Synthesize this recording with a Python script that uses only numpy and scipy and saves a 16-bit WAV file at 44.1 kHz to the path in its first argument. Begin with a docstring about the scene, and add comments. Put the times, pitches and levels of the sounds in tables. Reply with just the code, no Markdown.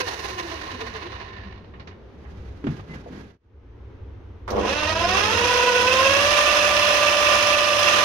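"""The gear train of a small bench lathe coasts to rest, its teeth clacking across their backlash.
A tool is put down and shoved along the wooden bench. The sound fades out and in, now beside the
headstock: the switch snaps, the motor growls at twice mains frequency, and the gears speed up in steps.
Periodic tooth contact makes a steady whine; tooth impacts excite the housing into a dense rattle."""
import sys
import numpy as np
from scipy import signal
from scipy.fft import rfft, irfft, next_fast_len
from scipy.io import wavfile
from scipy.ndimage import uniform_filter1d, map_coordinates

SR = 44100
rng = np.random.default_rng(int(sys.argv[2]) if len(sys.argv) > 2 else 0)


def wav_record(signal):
    """Record a signal, one row per channel, as 16-bit PCM in the file named by sys.argv[1]."""
    frames = np.transpose(np.atleast_2d(signal))
    bounded = np.clip(frames, -1, 1)
    # unit amplitude maps onto the largest positive 16-bit level
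    quanta = np.round(bounded * 32767).astype(np.int16)
    wavfile.write(sys.argv[1], SR, quanta)


N = 354563
TIME = np.arange(N) / SR
TEETH = 30
ON_S, MOVE_S = 4.478, 3.386  # the switch closes; the listener moves from tool post to headstock

def amp(db):
    """Decibels as an amplitude ratio."""
    return 10 ** (np.asarray(db) / 20)

def unit(x):
    """Normalisation: the mean of the channels gets rms 1."""
    return x / np.sqrt(np.mean(np.atleast_2d(x).mean(0) ** 2) + 1e-20)

def along(points, hz):
    """Interpolation of (Hz, value) points on a log frequency axis."""
    freqs, values = np.transpose(points)
    return np.interp(np.log(hz + 1), np.log(freqs + 1), values)

def noise():
    """Two uncorrelated white noises."""
    return rng.standard_normal((2, N))

def wobble(rate):
    """Smooth random modulation with rate knots a second."""
    coarse = TIME[::16]
    knots = rng.standard_normal(int(N * rate / SR) + 4)
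    return np.interp(TIME, coarse, map_coordinates(knots, [coarse * rate]))

def wavering(hz, depth, rate, start=0):
    """A sine with random phase modulation, depth in radians."""
    return np.sin(2 * np.pi * hz * (TIME - start) + depth * wobble(rate))

def dying(s, db, t60):
    """Exponential decay after a blow."""
    return amp(db - 60 * np.abs(TIME - s) / t60) * np.clip((TIME - s) / 0.0026, 0, 1)

def swell(s, db, half):
    """A Gaussian rise and fall."""
    return amp(db) * np.exp(-.5 * ((TIME - s) / half) ** 2)

def filtered(x, response):
    """Linear filtering: the spectrum times a frequency response."""
    size = next_fast_len(N + SR // 2)
    return irfft(rfft(x, size) * response(np.fft.rfftfreq(size, 1 / SR)), size)[..., :N]

def dulled(x, edge_hz):
    """Low-pass filtering, 36 dB an octave."""
    return filtered(x, lambda hz: 1 / (1 + (hz / edge_hz) ** 6))

def gain(spectrum, modes, hz):
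    """Resonance: each mode adds a Lorentzian peak or dip in dB to a broad spectrum."""
    lift_db = sum(db / (1 + ((hz - centre) / (width / 2)) ** 2) for centre, width, db in modes)
    return amp(along(spectrum, hz) + lift_db)

# Stereo images, two lists each. Each row of the first: frequency in Hz, left minus right in dB.
# Each row of the second: frequency in Hz, coherence from 0 to 1.
AT_TOOL_POST = ([(100, -0.5), (500, 0.5), (1000, -5), (2400, -9), (6000, -22), (8000, -32), (12000, -13)],
                 [(100, .99), (300, 1), (1000, 0.2), (3000, 0.073)])
AT_HEADSTOCK = ([(100, -2), (250, -2.5), (600, -2), (1000, 1), (1250, -8), (1800, -5), (2100, -9),
                 (2700, -7.5), (4200, -12.5), (6300, -20.5), (8000, -21), (9200, -20), (11500, -8.5),
                 (15000, -17)], [(100, 0.38), (300, 0.91), (600, 0.37), (1200, 0.035), (2500, 0.037)])
CENTRED = ([(100, 0.0034), (5000, 0.008)], [(100, 0.99), (500, 0.63), (2000, 0.14), (6000, .2)])
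def heard(pair, spectrum, place, modes=()):
    """Partial coherence: two unrelated signals are coloured and blended into left and right."""
    balance, coherence = place
    def blend(hz):
        angle = np.arccos(np.clip(along(coherence, hz), 0, 1)) / 2
        return gain(spectrum, modes, hz) * np.array([np.cos(angle), np.sin(angle)])
    def lean(hz):
        left = amp(along(balance, hz))
        middle = np.sqrt(1 + left ** 2 + 2 * left * np.clip(along(coherence, hz), 0, 1))
        return np.array([left, np.ones_like(left)]) / middle
    mid, side = filtered(pair, blend)
    return unit(filtered(np.array([mid + side, mid - side]), lean))

def from_right(pair, lag_ms=0.31):
    """Path difference: sound from the right reaches the left channel later."""
    return filtered(pair, lambda hz: np.exp(-2j * np.pi * hz * np.array([[lag_ms / 1000], [0]])))

def strikes(cycles, sizes, scatter):
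    """An impulse train: one blow a cycle, jittered by a share of a cycle."""
    k = np.arange(1, int(cycles[-1]))
    at = np.interp(k + scatter * rng.standard_normal(len(k)), cycles, np.arange(N))
    return np.bincount(at.astype(int), sizes(k), N)[:N]

def uneven(k, spread_db):
    """Log-normal strengths for the blows k, limited to two deviations."""
    return amp(spread_db * np.clip(rng.standard_normal(len(k)), -2, 2))

def ringing(blows, t60, spots=5):
    """Convolution: each spot struck has its own impulse response, a dense cluster of modes."""
    t = np.arange(SR // 8) / SR
    spot = rng.integers(spots, size=N)
    paths = rng.standard_normal((spots, 2, len(t))) * amp(-60 * t / t60)
    return unit(sum(signal.oaconvolve((blows * (spot == k))[None], paths[k], axes=1)[:, :N]
                    for k in range(spots)))

# Room air, one spectrum for each listening position. Each row: frequency in Hz, relative level in dB.
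AIR_SPECTRA = ([(80, -6), (140, 2), (200, 3.5), (300, -3.5), (400, 1.5), (620, -10), (1030, -14),
               (2000, -22.5), (3500, -29), (6300, -40.5), (7500, -58), (15000, -60)], [(90, -2.5),
               (165, -6), (200, -1.5), (330, 0), (450, -0.5), (620, -13.5), (950, -13.5), (2000, -22.5),
               (3500, -30), (4500, -37.5), (6300, -40.5), (7500, -62), (15000, -63)])
def room_air():
    """Ambient noise: a steady hiss at the tool post, then another beside the headstock."""
    levels = (TIME < MOVE_S) * amp(-47.5), (TIME >= MOVE_S) * amp(-49.5)
    return sum(level * heard(noise(), colour, CENTRED) for level, colour in zip(levels, AIR_SPECTRA))

# The rumble's spectrum. Each row: frequency in Hz, relative level in dB.
RUMBLE_SPECTRUM = [(20, -12), (40, -16.5), (62, 5.5), (80, -0.5), (100, 1.5), (116, -7.5), (135, -25.5),
                   (200, -49), (400, -74.5)]
# Its swells. 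Each row: centre in seconds, level in dB, half length in seconds.
RUMBLE_SWELLS = [(1.302, -44, 0.42), (2.427, -39.5, 0.17), (4.046, -41, 0.52), (4.95, -36.5, 0.37)]
def bench_rumble(rest_db=-45, shake_db=-54.5):
    """Structure-borne sound: the motor's shaking adds in power to a low rumble in the bench."""
    shake = amp(shake_db) * motor_load() ** 1.3
    level = np.sqrt(amp(rest_db) ** 2 + shake ** 2 + sum(swell(*row) ** 2 for row in RUMBLE_SWELLS))
    return level * amp(1.1 * wobble(4.02)) * heard(noise(), RUMBLE_SPECTRUM, CENTRED)

# Modes of a hollow object. Each row: frequency in Hz, level in dB, 60 dB decay time in seconds.
HOLLOW_MODES = [(482, -35, .2), (590, -39, .16), (704, -34, 0.098), (875, -42, .08)]
def hollow_knock(s=3.058):
    """Free vibration: something hollow is bumped and its damped modes ring briefly."""
    return sum(dying(s, db, t60) * wavering(hz, 0.47, 120, start=s) for hz, db, t60 in HOLLOW_MODES)

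# Blows on the bench. Each row: start in seconds, level in dB, main mode in Hz, relative click in dB.
TOOL_BLOWS = [(2.64, -20.5, 285, -18), (2.667, -17.5, 231.7, -13), (2.689, -18, 148, -28),
              (2.726, -30, 124, -31), (2.794, -31, 105, -9.5), (2.895, -31, 158, -17),
              (2.959, -30, 138, -20), (3.1, -33.5, 258, -28), (3.143, -40, 342, -15)]
# The click's spectrum. Each row: frequency in Hz, relative level in dB.
CLICK_SPECTRUM = [(150, -8), (500, 12), (1200, 7.5), (2800, 0.5), (4500, -14), (6700, -22), (7600, -31),
                  (15000, -43)]
def tool_knocks(t60=0.18, side_modes_db=-8.0):
    """Impact excitation: each blow of the tool gives a hard click and a thud from the boards' modes."""
    thud, click = np.zeros(N), np.zeros(N)
    for s, db, hz, click_db in TOOL_BLOWS:
        phase = 2 * np.pi * hz * (TIME - s)
        side_modes = amp(side_modes_db) * (np.sin(1.37 * phase) + np.sin(0.6 * phase))
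        thud += dying(s, db, t60) * (np.sin(phase) + side_modes)
        click += dying(s, db + click_db, t60=0.084)
    return thud + click * heard(noise(), CLICK_SPECTRUM, AT_TOOL_POST)

# Shoves of the tool. Each row: centre in seconds, level in dB, half length in seconds.
TOOL_SHOVES = [(2.42, -49.5, 0.18), (2.75, -41, 0.06), (2.95, -41, 0.043), (3.227, -43, 0.13)]
# The scrape's spectrum. Each row: frequency in Hz, relative level in dB.
SCRAPE_SPECTRUM = [(70, -24), (150, 13), (300, 11), (600, -3), (1200, -6), (1550, -7), (1850, -9),
                   (2300, -10.5), (4000, -16.5), (6500, -22), (7600, -35.5), (12000, -36), (15500, -54)]
# The tool's resonances. Each row: frequency in Hz, width in Hz, gain in dB.
TOOL_MODES = [(1630, 49, 9), (1990, 46, 6)]
# Squeaks. Each row: centre in seconds, level in dB, half length in seconds, pitch in Hz.
TOOL_SQUEAKS = [(2.925, -42, 0.018, 2040), (2.971, -44, .012, 1685), (2.8, -42, 0.008, 1230)]
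def tool_slide():
    """Sliding friction: the tool scrapes, rings and squeaks along the wood."""
    level = sum(swell(*row) for row in TOOL_SHOVES) * amp(2.0 * wobble(70))
    scrape = level * heard(noise(), SCRAPE_SPECTRUM, AT_TOOL_POST, TOOL_MODES)
    return scrape + sum(swell(s, db, half) * wavering(hz, 0.6, 90) for s, db, half, hz in TOOL_SQUEAKS)

# A clunk and a snap. Each row: start in seconds, level in dB, 60 dB decay time in seconds,
# spectrum as pairs of frequency in Hz and relative level in dB.
SWITCH_BLOWS = [(4.477, -30, 0.29, [(200, -14), (600, -4), (1150, 0), (1700, -11), (3000, -20), (6300, -29),
                (7500, -38), (15000, -48)]), (4.503, -34, 0.098, [(500, -8), (2000, -5), (6300, 2),
                (7500, -21), (15000, -18)])]
def switch():
    """Impact transients: the drive engages with two decaying bursts of noise."""
    return sum(dying(s, db, t60) * heard(noise(), colour, AT_HEADSTOCK)
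               for s, db, t60, colour in SWITCH_BLOWS)

# Turns of the speed knob. Each row: start in seconds, length in seconds, meshing rate reached in Hz.
KNOB_TURNS = [(4.46, .265, 298), (4.82, .2, 335), (5.02, .425, 491), (5.82, .49, 590.6)]
def driven_speed(inertia_s=.12):
    """Meshing rate in Hz: the chuck's inertia rounds off each ramp to a new speed."""
    mesh, before = np.zeros(N), 0
    for s, length, hz in KNOB_TURNS:
        mesh += (hz - before) * np.clip((TIME - s) / length, 0, 1)
        before = hz
    return np.abs(uniform_filter1d(mesh, int(inertia_s * SR)))

def motor_load(doubling_hz_per_s=225):
    """Inertial load: 0 with the power off, 1 at steady speed, more while the chuck accelerates."""
    acceleration = np.abs(np.gradient(driven_speed(), TIME))
    return np.clip((TIME - ON_S) / 0.063, 0, 1) * (1 + acceleration / doubling_hz_per_s)

RIPPLE_HZ = 100.2  # twice mains frequency
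# The growl's spectrum. Each row: frequency in Hz, relative level in dB.
GROWL_SPECTRUM = [(70, -22), (100, -5), (150, -20), (205, 3.5), (250, -5), (310, 4.5), (420, -1.5),
                  (500, 4), (700, -4.5), (1050, -3.5), (1500, -21.5), (3000, -29), (6000, -48),
                  (8000, -54.5)]
# Hum. Each entry: rms level in dB at steady speed of the next harmonic of the ripple.
HUM_HARMONICS = [-45.5, -49, -50.5, -67]
def motor(growl_db=-41, beat_hz=88.1, beat_db=-36):
    """Forced vibration: the speed control kicks the motor on each half wave of the mains."""
    load = motor_load()
    pulses = strikes(TIME * RIPPLE_HZ, lambda k: amp(rng.normal(0, 2.4, len(k))), scatter=.006)
    kicks = ringing(pulses, t60=0.042, spots=2)
    growl = amp(growl_db) * load * heard(kicks + 0.92 * noise(), GROWL_SPECTRUM, AT_HEADSTOCK)
    # the motor strains as the chuck breaks loose
    strain = swell(s=4.585, db=-27.5, half=0.03) * heard(noise(), GROWL_SPECTRUM, AT_HEADSTOCK)
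    hum = sum(np.sqrt(2) * amp(db + 1.2 * wobble(6)) * wavering(k * RIPPLE_HZ, 0.85, 14)
              for k, db in enumerate(HUM_HARMONICS, 1))
    # a low tone beats with the hum during acceleration
    beat = np.clip(load - 1, 0, 1) * amp(beat_db) * wavering(beat_hz, 0.77, 5)
    return growl + strain + load ** 0.44 * hum + beat

def impact(mesh, knee_hz, steep):
    """Saturation: teeth strike harder with speed, the gain levelling off at 1 above the knee."""
    return 1 - 1 / (1 + (mesh / knee_hz) ** steep)

def shaft_turns(mesh):
    """Rotation is the integral of speed: one turn for every TEETH meshings."""
    return np.cumsum(mesh) / SR / TEETH

def rattle(mesh, worn, scatter, t60, rolling):
    """Tooth impacts: worn teeth strike alike each turn, loose ones by chance, over a rolling hiss."""
    cycles = np.cumsum(mesh) / SR
    wear = rng.uniform(-0.91, 1, TEETH)
    regular = ringing(strikes(cycles, lambda k: wear[k % TEETH], scatter=.02), t60, spots=1)
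    loose = strikes(cycles, lambda k: uneven(k, spread_db=3.5) * rng.choice([-1, 1], len(k)), scatter)
    return worn * regular + ringing(loose, t60) + rolling * noise()

def whine(mesh, spectrum, modes, place, runout, lobes, flutter, sway_db, rough, fall_db, count):
    """Modulation: harmonics of the meshing rate gain sidebands from imperfect gears."""
    angle = 2 * np.pi * shaft_turns(mesh)
    smear = 0.138 * (mesh / KNOB_TURNS[-1][2]) ** 4 * wobble(70)  # high overtones blur at speed
    phase = TEETH * angle + flutter * wobble(25)
    out = np.zeros(N)
    for k in range(1, count + 1):
        a, b, c = rng.uniform(0, 2 * np.pi, 3)
        runout_swing = runout * np.sqrt(k) * np.sin(angle + a)
        tone = np.sin(k * (phase + (k - 1) * smear) + runout_swing)
        out_of_round = 1 + lobes * (np.sin(2 * angle + b) + np.sin(3 * angle + c))
        tooth_bounce = 1 + rough * min(k - .5, 1.5) * wobble(90)
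        level = np.sqrt(2) * amp(sway_db * wobble(24) - fall_db * np.log2(k))
        out += level * out_of_round * tooth_bounce * tone
    def housing(hz):
        left = amp(along(place[0], hz))
        return gain(spectrum, modes, hz) * np.array([left, np.ones_like(left)]) * 2 / (1 + left)
    return filtered(out, housing)

# Flares of the falling whine. Each row: centre in seconds, level in dB, pitch in Hz.
WHINE_FLARES = [(.4, -30, 1025), (.45, -35.5, 336.4), (.53, -35.5, 652), (.69, -34, 1080), (.83, -30, 448),
                (.96, -34, 435), (1.05, -38, 1060), (1.065, -34, 350), (1.47, -37, 194)]
def whine_flares():
    """Resonance: short hollow tones flare up as the falling gear whine passes through resonances."""
    return sum(swell(s, db, half=0.016) * wavering(hz, 1.06, 54.1) for s, db, hz in WHINE_FLARES)

# The rub's spectrum. Each row: frequency in Hz, relative level in dB.
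RUB_SPECTRUM = [(1000, -100), (1550, -20), (1790, 0), (2050, -20), (3000, -100)]
def rub():
    """Friction noise: a faint narrow band in the last turns before rest."""
    return swell(s=1.36, db=-50.5, half=.1) * heard(noise(), RUB_SPECTRUM, AT_TOOL_POST)

# Bursts of gear chatter. Each row: centre in seconds, level in dB, half length in seconds.
CHATTER_BURSTS = [(0.005, -27.5, 0.0085), (0.083, -36.5, 0.01), (0.118, -41.5, 0.0066), (0.138, -40, 0.009),
                  (0.199, -42, 0.011), (0.251, -38, 0.011), (0.3, -40.5, 0.013), (0.398, -36, 0.011),
                  (0.436, -43, 0.0064), (.486, -46.5, .006), (0.523, -39.5, 0.016), (0.619, -39.5, 0.0067),
                  (0.675, -45, .007), (0.716, -41, 0.011), (0.813, -37, 0.0097), (0.875, -41, 0.0092),
                  (0.962, -39.5, 0.018), (1.027, -40.5, 0.014), (1.07, -43.5, 0.012), (1.13, -42, 0.015),
                  (1.164, -44.5, .006), (1.211, -42, 0.014), (1.335, -47.5, 0.0066), (1.367, -49, 0.015)]
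def clinks(count=12, low_hz=950, high_hz=4800, boost_db=6, t60=.09):
    """Modal ringing: each burst knocks a different part of the gear train, with modes of its own."""
    out, t = np.zeros((2, N)), np.arange(SR // 6) / SR
    for s, db, half in CHATTER_BURSTS:
        hz = np.exp(rng.uniform(np.log(low_hz), np.log(high_hz), (count, 1)))
        age = np.clip(t - rng.uniform(0, 2 * half, (count, 1)), 0, None)
        decay = amp(db + boost_db - 3.7 * np.log2(hz / low_hz) - 60 * age / t60)
        ring = decay * (1 - np.exp(-age / 0.0053)) * np.sin(2 * np.pi * hz * age)
        left = ring * amp(along(AT_TOOL_POST[0], hz))
        start = int(max(s - 1.3 * half, 0) * SR)
        out[:, start:start + len(t)] += np.array([left.sum(0), ring.sum(0)])
    return out

def coasting_speed(stop_s=1.78, friction_hz_per_s=258, drop_hz=52.2, drop_s=.07):
    """Meshing rate in Hz: constant friction slows the gears evenly, after a brief sharper drop."""
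    return friction_hz_per_s * np.clip(stop_s - TIME, 0, None) + drop_hz * np.exp(-TIME / drop_s)

# Spectra of the unloaded rattle and whine. Each row: frequency in Hz, relative level in dB.
LOOSE_SPECTRUM = [(150, -22), (240, -10), (330, 4), (430, 2), (570, -4.5), (760, 2), (880, -2.5),
                  (1050, 1.5), (1350, -6), (1830, -1), (2250, -5), (2750, -5.5), (3400, -8), (4250, -8.5),
                  (5200, -11), (6400, -12.5), (7500, -28), (10500, -25.5), (15500, -35)]
COAST_WHINE_SPECTRUM = [(170, -51), (230, -42), (290, -55), (350, -40), (430, -46), (510, -30), (570, -49),
                        (660, -35), (820, -29.5), (1000, -32)]
# Resonances of the loose gears. Each row: frequency in Hz, width in Hz, gain in dB.
GEAR_MODES = [(1038, 70, 7), (1825, 110, 6), (2230, 73, 3.5), (2880, 45, 7), (3240, 500, -3),
              (3740, 110, 4), (4180, 160, 4.5)]
# Single teeth dropping across the backlash. 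Each row: start in seconds, level in dB,
# 60 dB decay time in seconds, treble edge in Hz.
TOOTH_TICKS = [(1.736, -45, 0.2, 3500), (1.796, -41.5, 0.14, 5530), (1.872, -40, 0.14, 6200),
               (1.909, -49, 0.21, 3200), (2.249, -44.5, 0.16, 2610)]
def coasting_gears(whirr_db=-44.5):
    """Backlash: unloaded teeth whirr down and chatter across their play, more dully as they slow."""
    mesh = coasting_speed()
    blows = rattle(mesh, worn=0.87, scatter=.25, t60=0.098, rolling=1.0)
    teeth = heard(blows, LOOSE_SPECTRUM, AT_TOOL_POST, GEAR_MODES)
    dull = dulled(teeth, edge_hz=4700)
    treble = np.clip(mesh / 400, 0, 1) ** 1.8 * (teeth - dull)
    whirr = amp(whirr_db + 0.99 * wobble(44.06)) * impact(mesh, knee_hz=66, steep=1.36)
    level = np.sqrt(whirr ** 2 + 0.77 * sum(swell(*row) ** 2 for row in CHATTER_BURSTS))
    steel = heard(noise(), LOOSE_SPECTRUM, AT_TOOL_POST, GEAR_MODES)
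    ticks = sum(dying(s, db, t60) * dulled(steel, edge_hz) for s, db, t60, edge_hz in TOOTH_TICKS)
    flares = whine_flares()
    tone = whine(mesh, COAST_WHINE_SPECTRUM, (), AT_TOOL_POST, runout=0.45, lobes=0.19, flutter=1.7,
                 sway_db=3.0, rough=0.4, fall_db=18.5, count=2)
    return level * (dull + treble) + ticks + flares + np.clip(mesh / 130 - 1, 0, 1) * tone

# The gear cover's ring. Each row: frequency in Hz, relative level in dB.
COVER_SPECTRUM = [(2300, -67), (2540, -13), (2600, -1.5), (2660, -18), (2730, 0), (2800, -18), (3100, -65)]
def cover_ring(mesh, relative_db=-10.5):
    """Shock excitation: the cover is jolted unevenly about once a turn and rings in surges."""
    jolts = strikes(shaft_turns(mesh), lambda k: uneven(k, spread_db=1.0), scatter=.2)
    ring = ringing(jolts, t60=0.25)
    surges = amp(1.2 * wobble(17)) * heard(ring + .5 * noise(), COVER_SPECTRUM, AT_HEADSTOCK)
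    return amp(relative_db) * impact(mesh, knee_hz=370, steep=8.7) * unit(surges)

# Spectra of the driven rattle and whine. Each row: frequency in Hz, relative level in dB.
RATTLE_SPECTRUM = [(120, -16), (230, -14.5), (330, -3), (420, -9.5), (800, 0), (1300, -2.5), (2100, -1),
                   (3200, 0.5), (4300, -7), (6400, -7.5), (7400, -25.5), (9800, -18.5), (13500, -28.5),
                   (15500, -50)]
WHINE_SPECTRUM = [(250, -34.5), (400, -32.5), (500, -26.5), (550, -30), (600, -34), (690, -25), (820, -27),
                  (950, -26), (1040, -32.5), (1180, -29), (1290, -38), (1500, -36), (1680, -37),
                  (1780, -39), (2000, -38.5), (2360, -39), (2700, -31.5), (3100, -40.5), (3800, -40.5),
                  (4500, -42.5), (7000, -58)]
# Resonances of the headstock. Each row: frequency in Hz, width in Hz, gain in dB.
HEADSTOCK_MODES = [(580, 293, 8.5), (832, 180, -7), (1034, 82, 10.5), (1141, 30, -3.5), (1253, 70, 7.5),
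                   (1488, 58, 8.5), (1650, 72, 9), (1879, 75, 6.5), (2440, 140, 1), (2600, 39, 4),
                   (2700, 50, 6.5), (4640, 250, -1.5), (4770, 70, 3.5), (5173, 75, 10.5), (5297, 68, 6),
                   (5600, 130, -3), (5810, 150, 5.5), (6400, 67, 3.5), (7080, 110, 6), (12950, 180, 6)]
# Torque ripple pulses the rattle. Each row: rate as a share of the ripple rate, swing in dB.
TORQUE_PULSES = [(.5, 0.66), (1, 0.1)]
def driven_gears(rattle_db=-22):
    """Source and filter: loaded gears whine and rattle through the resonances of the headstock."""
    mesh = driven_speed()
    slack = np.clip(1 - mesh / mesh[-1], 0, .5)  # shortfall from full speed
    blows = rattle(mesh, worn=0.76, scatter=.15, t60=0.053, rolling=0.23)
    teeth = heard(blows, RATTLE_SPECTRUM, AT_HEADSTOCK, HEADSTOCK_MODES)
    teeth /= teeth[:, slack < .5].mean(0).std()
    # slow teeth strike softly and lack the top treble
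    teeth -= np.clip(1.14 * slack, 0, 1) * (teeth - dulled(teeth, edge_hz=8500))
    torque_db = sum(db * np.sin(2 * np.pi * share * RIPPLE_HZ * TIME) for share, db in TORQUE_PULSES)
    ragged_db = 0.59 * wobble(6.7) + (0.5 + 0.39 * slack) * wobble(60)
    level = impact(mesh, knee_hz=256, steep=2.34) * amp(rattle_db + ragged_db + torque_db)
    # while gathering speed the whine is weaker, its level flickers and its high overtones stand out
    tone = whine(mesh, WHINE_SPECTRUM, HEADSTOCK_MODES, AT_HEADSTOCK, runout=0.46, lobes=0.26,
                 flutter=.06 + 0.13 * slack, sway_db=1.23 + 2.2 * slack, rough=0.22 + 0.17 * slack,
                 fall_db=-3.4 * slack, count=16)
    flicker = impact(mesh, knee_hz=246, steep=6.1) * amp(-slack * (15.0 + 8.4 * np.abs(wobble(60))))
    return (TIME > ON_S) * (level * (teeth + cover_ring(mesh)) + flicker * tone)

def scene():
    """Superposition: the lathe stops, a tool is put down and the lathe restarts, over rumble and air."""
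    stopping = coasting_gears() + rub() + clinks()
    handling = hollow_knock() + tool_slide() + tool_knocks()
    running = switch() + motor() + driven_gears()
    return from_right(stopping + handling) + running + bench_rumble() + room_air()

def record(dry, fade_out_s=0.21, fade_in_s=0.5, top_hz=15650):
    """Attenuation and band limiting: the level dips between positions and the top treble is cut."""
    fader = np.clip(np.maximum((MOVE_S - TIME) / fade_out_s, (TIME - MOVE_S) / fade_in_s), .03, 1)
    return filtered(dry * fader, lambda hz: hz < top_hz)

dry = scene()
out = record(dry)
wav_record(out)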